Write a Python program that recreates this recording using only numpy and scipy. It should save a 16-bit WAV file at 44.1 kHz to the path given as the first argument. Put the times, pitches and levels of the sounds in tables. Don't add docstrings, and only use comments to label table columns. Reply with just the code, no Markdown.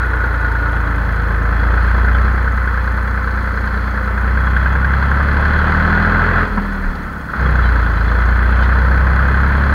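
import sys
import numpy as np
from scipy import signal
from scipy.io import wavfile
from scipy.ndimage import uniform_filter1d

SR = 44100
rng = np.random.default_rng(int(sys.argv[2]) if len(sys.argv) > 2 else 0)


def linear_from_db(decibels):
    return 10 ** (np.asarray(decibels, float) / 20)


def waveform_to_disk(signal):
    frames = np.transpose(np.atleast_2d(signal))
    scaled = np.clip(frames, -1, 1) * 32767
    samples = np.round(scaled).astype(np.int16)
    wavfile.write(sys.argv[1], SR, samples)


N = 429529
TIME = np.arange(N) / SR


def evened(x):
    return x / np.sqrt(np.mean(x ** 2) + 1e-20)


def colour(x, points):
    f, db = np.transpose(points)
    hz = abs(np.fft.fftfreq(8192, 1 / SR))
    gain_db = np.interp(np.log(hz + 1), np.log(f + 1), db, left=-70, right=-70)
    log_gain = np.log(linear_from_db(gain_db))
    taps = np.fft.ifft(np.exp(np.conj(signal.hilbert(log_gain)))).real[:4096]
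    return evened(signal.oaconvolve(x, taps)[:N])


def resonate(x, hz, width):
    r = np.exp(-np.pi * width / SR)
    return evened(signal.lfilter([1], [1, -2 * r * np.cos(2 * np.pi * hz / SR), r * r], x))


def ringing(drive, spectrum, modes):
    broad = colour(drive, spectrum)
    return evened(broad + sum(linear_from_db(db) * resonate(broad, hz, width) for hz, width, db in modes))


def drift(seconds):
    size = max(int(seconds * SR / 100), 2)
    coarse = rng.standard_normal(N // 100 + 2)
    smooth = evened(uniform_filter1d(uniform_filter1d(coarse, size), size))
    return np.interp(np.arange(N) / 100, np.arange(len(coarse)), smooth)


def bumps(x, rows):
    return sum(height * np.exp(-((x - at) / width) ** 2) for at, width, height in rows)


# time_s, speed_rpm
SPEED = [(0.0, 1181.0), (0.5, 1135.0), (1.365, 1089.9), (2.315, 1223.8), (2.895, 1194.7), (3.195, 1208.3),
         (4.145, 1186.1), (4.375, 1250.1), (4.565, 1253.0), (5.485, 1455.9), (6.165, 1679.2),
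         (6.435, 1704.2), (7.125, 1411.8), (7.175, 1342.3), (7.985, 1083.5), (8.095, 1136.3),
         (8.795, 1249.4), (9.75, 1397.1)]
# time_s, load_db
LOAD = [(0.0, -2.2), (1.2, -0.4), (1.75, 2.8), (2.25, 2.9), (2.4, -0.5), (3.5, -4.1), (4.05, -3.4),
        (4.3, -0.1), (5.5, 1.2), (6.4, -2.3), (6.9, -3.5), (7.3, -6.4), (7.45, 0.9), (7.65, 3.2),
        (7.88, 1.9), (8.4, 3.2), (9.74, 1.7)]
# time_s, heading (-1 left window, 0 bonnet, 1 right window)
HEADING = [
    (0, -0.86),
    (.65, -0.7),
    (1.0, -0.25),
    (2.1, 0.063),
    (2.5, 1),
    (3.8, 0.52),
    (5.1, 0.67),
    (5.6, -0.26),
    (9.74, 0.054),
]


def along(rows):
    return np.interp(TIME, *np.transpose(rows))


RPM, LOAD_DB, TURN = along(SPEED), along(LOAD), along(HEADING)
LEFT, RIGHT = np.maximum(-TURN, 0), np.maximum(TURN, 0)
LIFT_S, BITE_S = 6.46, 7.378
PEDAL_S, GAP_S = .07, .06


def pedal(at_s):
    return np.clip((TIME - at_s) / PEDAL_S + .5, 0, 1)


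LIFT, SLACK = pedal(LIFT_S), pedal(LIFT_S + PEDAL_S / 2)
HUSH, BITE = pedal(BITE_S - GAP_S), pedal(BITE_S)
PULLING, COASTING = 1 - LIFT + BITE, SLACK - HUSH
SWING_DB = 0.34 * LOAD_DB + 1.17 * (RPM - 1200) / 100 - 6.5 * (LIFT - (HUSH + BITE) / 2)


def levels(rules):
    return [db + share * SWING_DB + left_db * LEFT + right_db * RIGHT + off_db * (1 - PULLING)
            for db, share, left_db, right_db, off_db in rules]


# level_db, share of load, slope_db per 100 rpm, off_load_db, facing_left_db
PULSES = [(-29.6, 1.01, 5.1, 2.5, .1), (-7.2, 1.0, 0.01, -8.5, .1), (-13.2, .6, 1.7, -9.5, .3),
          (-12, .7, -1.8, -12, 5), (-24, .8, .5, -1.1, .1)]
# pitch_hz, level_db
AIR = [(28.0, -8.2), (42.0, -13.4), (62.0, -7.1), (85.0, -10.8), (105.0, -17.3), (140.0, 5.2),
       (175.0, -9.2), (205.0, 2.4)]
# pitch_hz, width_hz, level_db
HOLLOWS = [(38, 3, 2), (123.8, 12.3, -20.3), (145, 9.8, -19.6), (215.3, 8.6, -7.2)]
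NULL_RPM, NULL_WIDTH_RPM = 1585, 50
SURGE_DB, SURGE_S = 7, 0.16


def boom(k):
    db, share, slope_db, off_db, left_db = PULSES[k - 1]
    hz = k * RPM / 40
    air_hz, air_db = np.transpose(AIR)
    cab_db = np.interp(np.log(hz), np.log(air_hz), air_db) + bumps(hz, HOLLOWS)
    surge_db = (k > 3) * SURGE_DB * np.exp(-((TIME - BITE_S - SURGE_S) / SURGE_S) ** 2)
    pulse_db = db + share * LOAD_DB + slope_db * (RPM - 1200) / 100 + left_db * LEFT
    sign = np.tanh((NULL_RPM - RPM) / NULL_WIDTH_RPM) if k == 3 else 1
    return sign * linear_from_db(pulse_db + cab_db + surge_db) * (PULLING + linear_from_db(off_db) * COASTING)


# multiple of the cycle rate, level_db re knock
MINOR = [(2, -21), (4, -36), (5, -22), (7, -15.5), (8, -30), (10, -16.5), (11, -32.5), (13, -16.5),
         (14, -23.5), (16, -27.5), (17, -24), (18, -11), (19, -22), (20, -14), (21, -13), (22, -20),
         (24, -16), (27, -19), (28, -28), (30, -21)]
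# pitch_hz, level_db
CAB = [(20, -22), (100, 1), (160, 2), (185, -6), (208, 1), (235, -9), (280, -1), (330, -36), (450, 22)]
# level_db, share of knock swing, left_db, right_db, off_load_db
STANDING_RULE = (1.47, -0.65, -10.5, -2.4, -0.5)
ODD_TURN = .82


def uneven_pulses(cycle, knock_db):
    cab_hz, cab_db = np.transpose(CAB)
    standing_db = levels([STANDING_RULE])[0]
    out = 0
    for k, db in MINOR:
        in_cab_db = np.interp(k * RPM / 120, cab_hz, cab_db) + (k > 16) * standing_db
        gain = linear_from_db(db + knock_db + in_cab_db + 1.27 * drift(0.36))
        start = rng.random() if k > 16 else -k * ODD_TURN
        out = out + gain * np.cos(2 * np.pi * (k * cycle + start) + .2 * drift(.3))
    return out


PULSE_TURN = .073


def exhaust(cycle, knock_db):
    angle = 2 * np.pi * (cycle - PULSE_TURN)
    turned = np.pi * np.array([
        1.1 * (SLACK - BITE) + (1 - SLACK + BITE) * np.clip((1620 - RPM) / 650, -.1, .4),
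        0 * RPM - .07,
        np.clip((RPM - 1100) / 500, 0, .4),
        np.clip((1260 - RPM) / 100, -.4, .4),
        .3 + .7 * np.clip((1200 - RPM) / 40, 0, 1) - .8 * COASTING])
    out = uneven_pulses(cycle, knock_db)
    for k in range(1, 6):
        out = out - boom(k) * linear_from_db(0.3 * drift(0.051)) * np.cos(3 * k * angle + turned[k - 1])
    return np.sqrt(2) * out


# level_db, share of knock swing, left_db, right_db, off_load_db
CYLINDER_RULES = [(1.1, .1, -0.3, -3.5, -2.5), (2.5, -0.062, 0.9, -3, -7), (3, 0.062, -4, 1, -2.5)]
# centre_s, half_length_s, level_db
HARD_PULL = [
    (4.7, .35, 2.5),
]


def cylinders(index):
    return np.choose(index % 3, levels(CYLINDER_RULES)) + (index % 3 == 2) * bumps(TIME, HARD_PULL)


def firings(cycle, lag, decay, echo_db, spread_db):
    count = 3 * (cycle - lag)
    index, phase = np.floor(count).astype(int) + 3, count % 1
    strength_db = cylinders(index) + spread_db * rng.standard_normal(400)[index]
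    shape = phase / decay * np.exp(1 - phase / decay)
    late = np.maximum(phase - .45, 0) / decay
    return linear_from_db(strength_db) * shape + linear_from_db(echo_db) * late * np.exp(1 - late)


def blows(cycle, spread_db):
    index = np.floor(3 * (cycle - .022)).astype(int) + 3
    strength_db = 2 * cylinders(index) + spread_db * rng.standard_normal(400)[index]
    clicks = (np.diff(index, prepend=index[0]) > 0) * linear_from_db(strength_db)
    t = TIME[:900]
    swell = (t / .0045) ** 2 * np.exp(-2 * t / .0045)
    ring = np.sin(2 * np.pi * (1480 * t + 9000 * t ** 2))
    return evened(signal.oaconvolve(clicks, swell * ring)[:N])


# pitch_hz, level_db per Hz
BLOCK = [(470, -29.5), (800, -15.5), (890, -9), (966, -10.5), (1060, -1.5), (1170, -3), (1300, -2),
         (1500, 1), (1700, -10), (1790, 6), (2700, -22.5), (3510, -39), (5940, -120)]
# pitch_hz, width_hz, level_db
BLOCK_MODES = [(1025, 210, -13.5), (1345, 43, -7.5), (1464, 11.3, -11), (1557, 140, -4.5), (1725, 29, -6.5),
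               (2065, 140, -18.5)]


def block_knock(cycle):
    drive = rng.standard_normal(N) * (.72 + .6 * firings(cycle, .02, .15, -3, .7))
    return evened(ringing(drive, BLOCK, BLOCK_MODES) + linear_from_db(-6) * blows(cycle, .9))


# pitch_hz, level_db per Hz
PANELS = [(1410, 0), (2400, -13), (2530, 3), (2950, -7.5), (3230, 0), (3420, 2.5), (3700, -13.5),
          (4000, -6), (4270, 1), (5420, -20), (6050, -21), (6560, -20), (7500, -32), (9750, -56),
          (16500, -120)]
# pitch_hz, width_hz, level_db
PANEL_MODES = [(3100, 32, -14), (3340, 40, -17.5), (3970, 40, -17.5), (4140, 92, -15.5), (2493, 31, -8.5)]
# centre_s, half_length_s, glass_db, sheet_db
RUTS = [
    (.75, .2, 2, 0),
    (1.9, 0.22, 1.5, 1.5),
    (3.5, 0.6, -1.5, 4),
    (4.7, 0.64, 2.5, -0.5),
    (5.596, 0.27, 1, 1),
    (7.9, .3, 2, 3),
    (8.5, 0.33, 2.2, 0),
]


def panel_rattle(cycle, glass_db, sheet_db):
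    glass_shake = linear_from_db(.8 * drift(0.16)) * (1.7 + firings(cycle, 0.012, 0.092, -7, 2.5))
    sheet_shake = linear_from_db(.7 * drift(0.17)) * (1.5 + firings(cycle, 0.025, 0.09, -13, 2.8))
    glass = ringing(rng.standard_normal(N) * glass_shake, PANELS, PANEL_MODES)
    sheet = ringing(rng.standard_normal(N) * sheet_shake, PANELS, PANEL_MODES)
    glass = evened(signal.sosfilt(signal.butter(6, 3700, fs=SR, output="sos"), glass))
    sheet = evened(signal.sosfilt(signal.butter(6, 3700, "high", fs=SR, output="sos"), sheet))
    glass_db = glass_db + bumps(TIME, np.array(RUTS)[:, :3])
    sheet_db = sheet_db + bumps(TIME, np.delete(RUTS, 2, axis=1))
    return linear_from_db(glass_db) * glass + linear_from_db(sheet_db) * sheet


# pitch_hz, level_db per Hz
BODY = [(130, -38.5), (220, -4.5), (237, -8.5), (280, -8), (328, -5), (486, -4), (766, -8), (1000, -5.5),
        (1300, -39.5), (2200, -120)]
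# level_db, share of knock swing, left_db, right_db, off_load_db
RATTLES = [(-23.5, 0.18, -2, -3, 2.5), (-27, -0.027, -1.5, -2.5, 2.5), (-8, -0.084, -1, -3.5, -0.1)]


def clatter(cycle, knock_db):
    glass_db, sheet_db, body_db = levels(RATTLES)
    body_drive = rng.standard_normal(N) * (1.5 + firings(cycle, -0.013, 0.11, -20.5, 1.2))
    body = linear_from_db(body_db) * colour(body_drive, BODY)
    return linear_from_db(knock_db) * (block_knock(cycle) + panel_rattle(cycle, glass_db, sheet_db) + body)


# pitch_hz, width_hz, level_db re knock
SIDE_WINDOW = [(1448, 46, 0), (3920, 160, -30.5), (903, 17, -13.5)]


def side_window(cycle, knock_db):
    drive = rng.standard_normal(N) * (.22 + firings(cycle, .02, .13, -8, 1.5))
    return LEFT * sum(linear_from_db(knock_db + db) * resonate(resonate(drive, hz, 2 * width), hz, width)
                      for hz, width, db in SIDE_WINDOW)


GEAR_ORDERS = [26, 31.2, 45.5, 52]
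# level_db, share of knock swing, left_db, right_db, off_load_db
WHINE_RULES = [(-53, 0.99, 2, -9, -30), (-55, -1.2, 2, -8, -12), (-52, .1, 10.5, 0, -9),
               (-50.5, -.3, -8, 3.7, -11)]
# pitch_hz, width_hz, level_db
CASING = [(293.7, 13, 13), (486.7, 32, 11.5)]


def gears(cycle):
    out = 0
    for k, db in zip(GEAR_ORDERS, levels(WHINE_RULES)):
        gain = linear_from_db(db + bumps(k * RPM / 120, CASING) + 2.7 * drift(0.091))
        out = out + np.sqrt(2) * gain * np.cos(2 * np.pi * k * cycle + 0.89 * drift(0.21))
    return out


# start_s, peak_db, pitch_hz, width_hz, t60_s
CLUNKS = [
    (6.572, -17.5, 1000, 300, 0.11),
    (6.576, -16.5, 1620, 600, 0.072),
    (6.573, -11.5, 205, 50, 0.092),
    (6.838, -21, 1620, 500, 0.16),
    (6.951, -29, 3800, 2500, 0.025),
    (7.287, -18, 1510, 248, 0.099),
    (7.333, -15, 1480, 347, 0.15),
    (8.628, -32.5, 3700, 1800, 0.14),
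]


def gear_shift():
    out, t = np.zeros(N), TIME[:SR // 4]
    for s, db, hz, width, t60 in CLUNKS:
        ring = resonate(resonate(rng.standard_normal(len(t)), hz, width), hz, width)
        out[round(s * SR):][:len(t)] += linear_from_db(db - 60 * t / t60) * np.minimum(t / 0.004, 1) * ring
    return out


# centre_s, peak_db, pitch_hz, half_length_s
THUMPS = [
    (6.634, -31, 33, 0.048),
    (6.889, -11, 33.6, 0.033),
]
# centre_s, peak_db, pitch_hz, half_length_s
SQUEAKS = [(1.6, -44, 3340, 0.027), (2.15, -38, 3400, 0.01), (2.154, -37, 3100, 0.011),
           (4.406, -42, 3330, .01), (4.472, -37, 3300, 0.01), (4.507, -43, 3340, .015),
           (4.565, -44, 3300, .011), (4.62, -40, 3300, .008), (4.655, -43, 3060, .01),
           (4.728, -41, 3330, .014), (4.944, -44, 3340, 0.022), (7.465, -36, 3320, 0.0088),
           (7.635, -40, 3380, .015), (7.656, -41, 3950, .03), (7.663, -38, 3100, 0.017),
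           (7.975, -40.5, 3970, 0.008), (8.085, -40, 3970, 0.01), (8.089, -39, 3450, 0.0092)]


def jolts_and_squeaks():
    out, t = np.zeros(N), TIME[:SR // 4]
    since = t - t[-1] / 2
    for s, db, hz, half in THUMPS + SQUEAKS:
        tone = np.exp(-(since / half) ** 2) * np.cos(2 * np.pi * hz * (since + 0.0036))
        out[round((s - t[-1] / 2) * SR):][:len(t)] += linear_from_db(db) * tone
    return out


# pitch_hz, level_db per Hz
RUMBLE = [(12, -20), (25, -5), (40, 0), (100, -11), (200, -13), (280, -10), (330, -22), (400, -32)]


def road_rumble():
    return linear_from_db(-34.5 + 1.5 * drift(.25)) * colour(rng.standard_normal(N), RUMBLE)


# pitch_hz, level_db per Hz
HISS = [(2940, -23), (5000, -1), (6090, -5.5), (6640, -5), (8000, -7), (9750, -5), (11400, -8), (15800, -3)]
# pitch_hz, width_hz, level_db
CHIRP_BANDS = [(6480, 330, -59.5), (9840, 300, -60)]
# pitch_hz, level_db
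TONES = [(12331, -84), (12408, -75), (12484, -75), (12561, -85)]


def camera():
    late, size, length = rng.random((200, 3)).T
    starts = .012 + .05 * np.arange(200) + .01 * np.floor(3 * late ** 2)
    gate = np.zeros(N)
    for s, db, half in zip(starts, 3 * size, .004 + .003 * length):
        near = slice(max(int((s - .03) * SR), 0), int((s + .03) * SR))
        gate[near] += linear_from_db(db) * np.exp(-((TIME[near] - s) / half) ** 2)
    chirps = sum(linear_from_db(db) * gate * resonate(resonate(rng.standard_normal(N), hz, width), hz, width)
                 for hz, width, db in CHIRP_BANDS)
    tones = sum(linear_from_db(db) * np.sqrt(2) * np.sin(2 * np.pi * hz * TIME) for hz, db in TONES)
    return linear_from_db(-56.5) * colour(rng.standard_normal(N), HISS) + chirps + tones


def scene():
    cycle = .055 + np.cumsum(RPM) / SR / 120
    knock_cycle = cycle + .004 * (RPM - 1000) / 100
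    knock_db = -22.5 + SWING_DB + 0.7 * LEFT
    knock_db = knock_db + BITE * 2.5 * np.exp(-np.maximum(TIME - BITE_S, 0) / 0.09)
    engine = exhaust(cycle, knock_db) + clatter(knock_cycle, knock_db) + gears(cycle)
    cab = side_window(cycle, knock_db) + gear_shift() + jolts_and_squeaks()
    return (engine + cab + road_rumble())[None]


def top_cut(x):
    return signal.sosfilt(signal.butter(12, 15900, fs=SR, output="sos"), x)


def record(dry):
    rounded = dry / (1 + abs(dry / 1.15) ** 6) ** (1 / 6)
    return top_cut(1.009 * rounded + camera())


dry = scene()
out = record(dry)
waveform_to_disk(out)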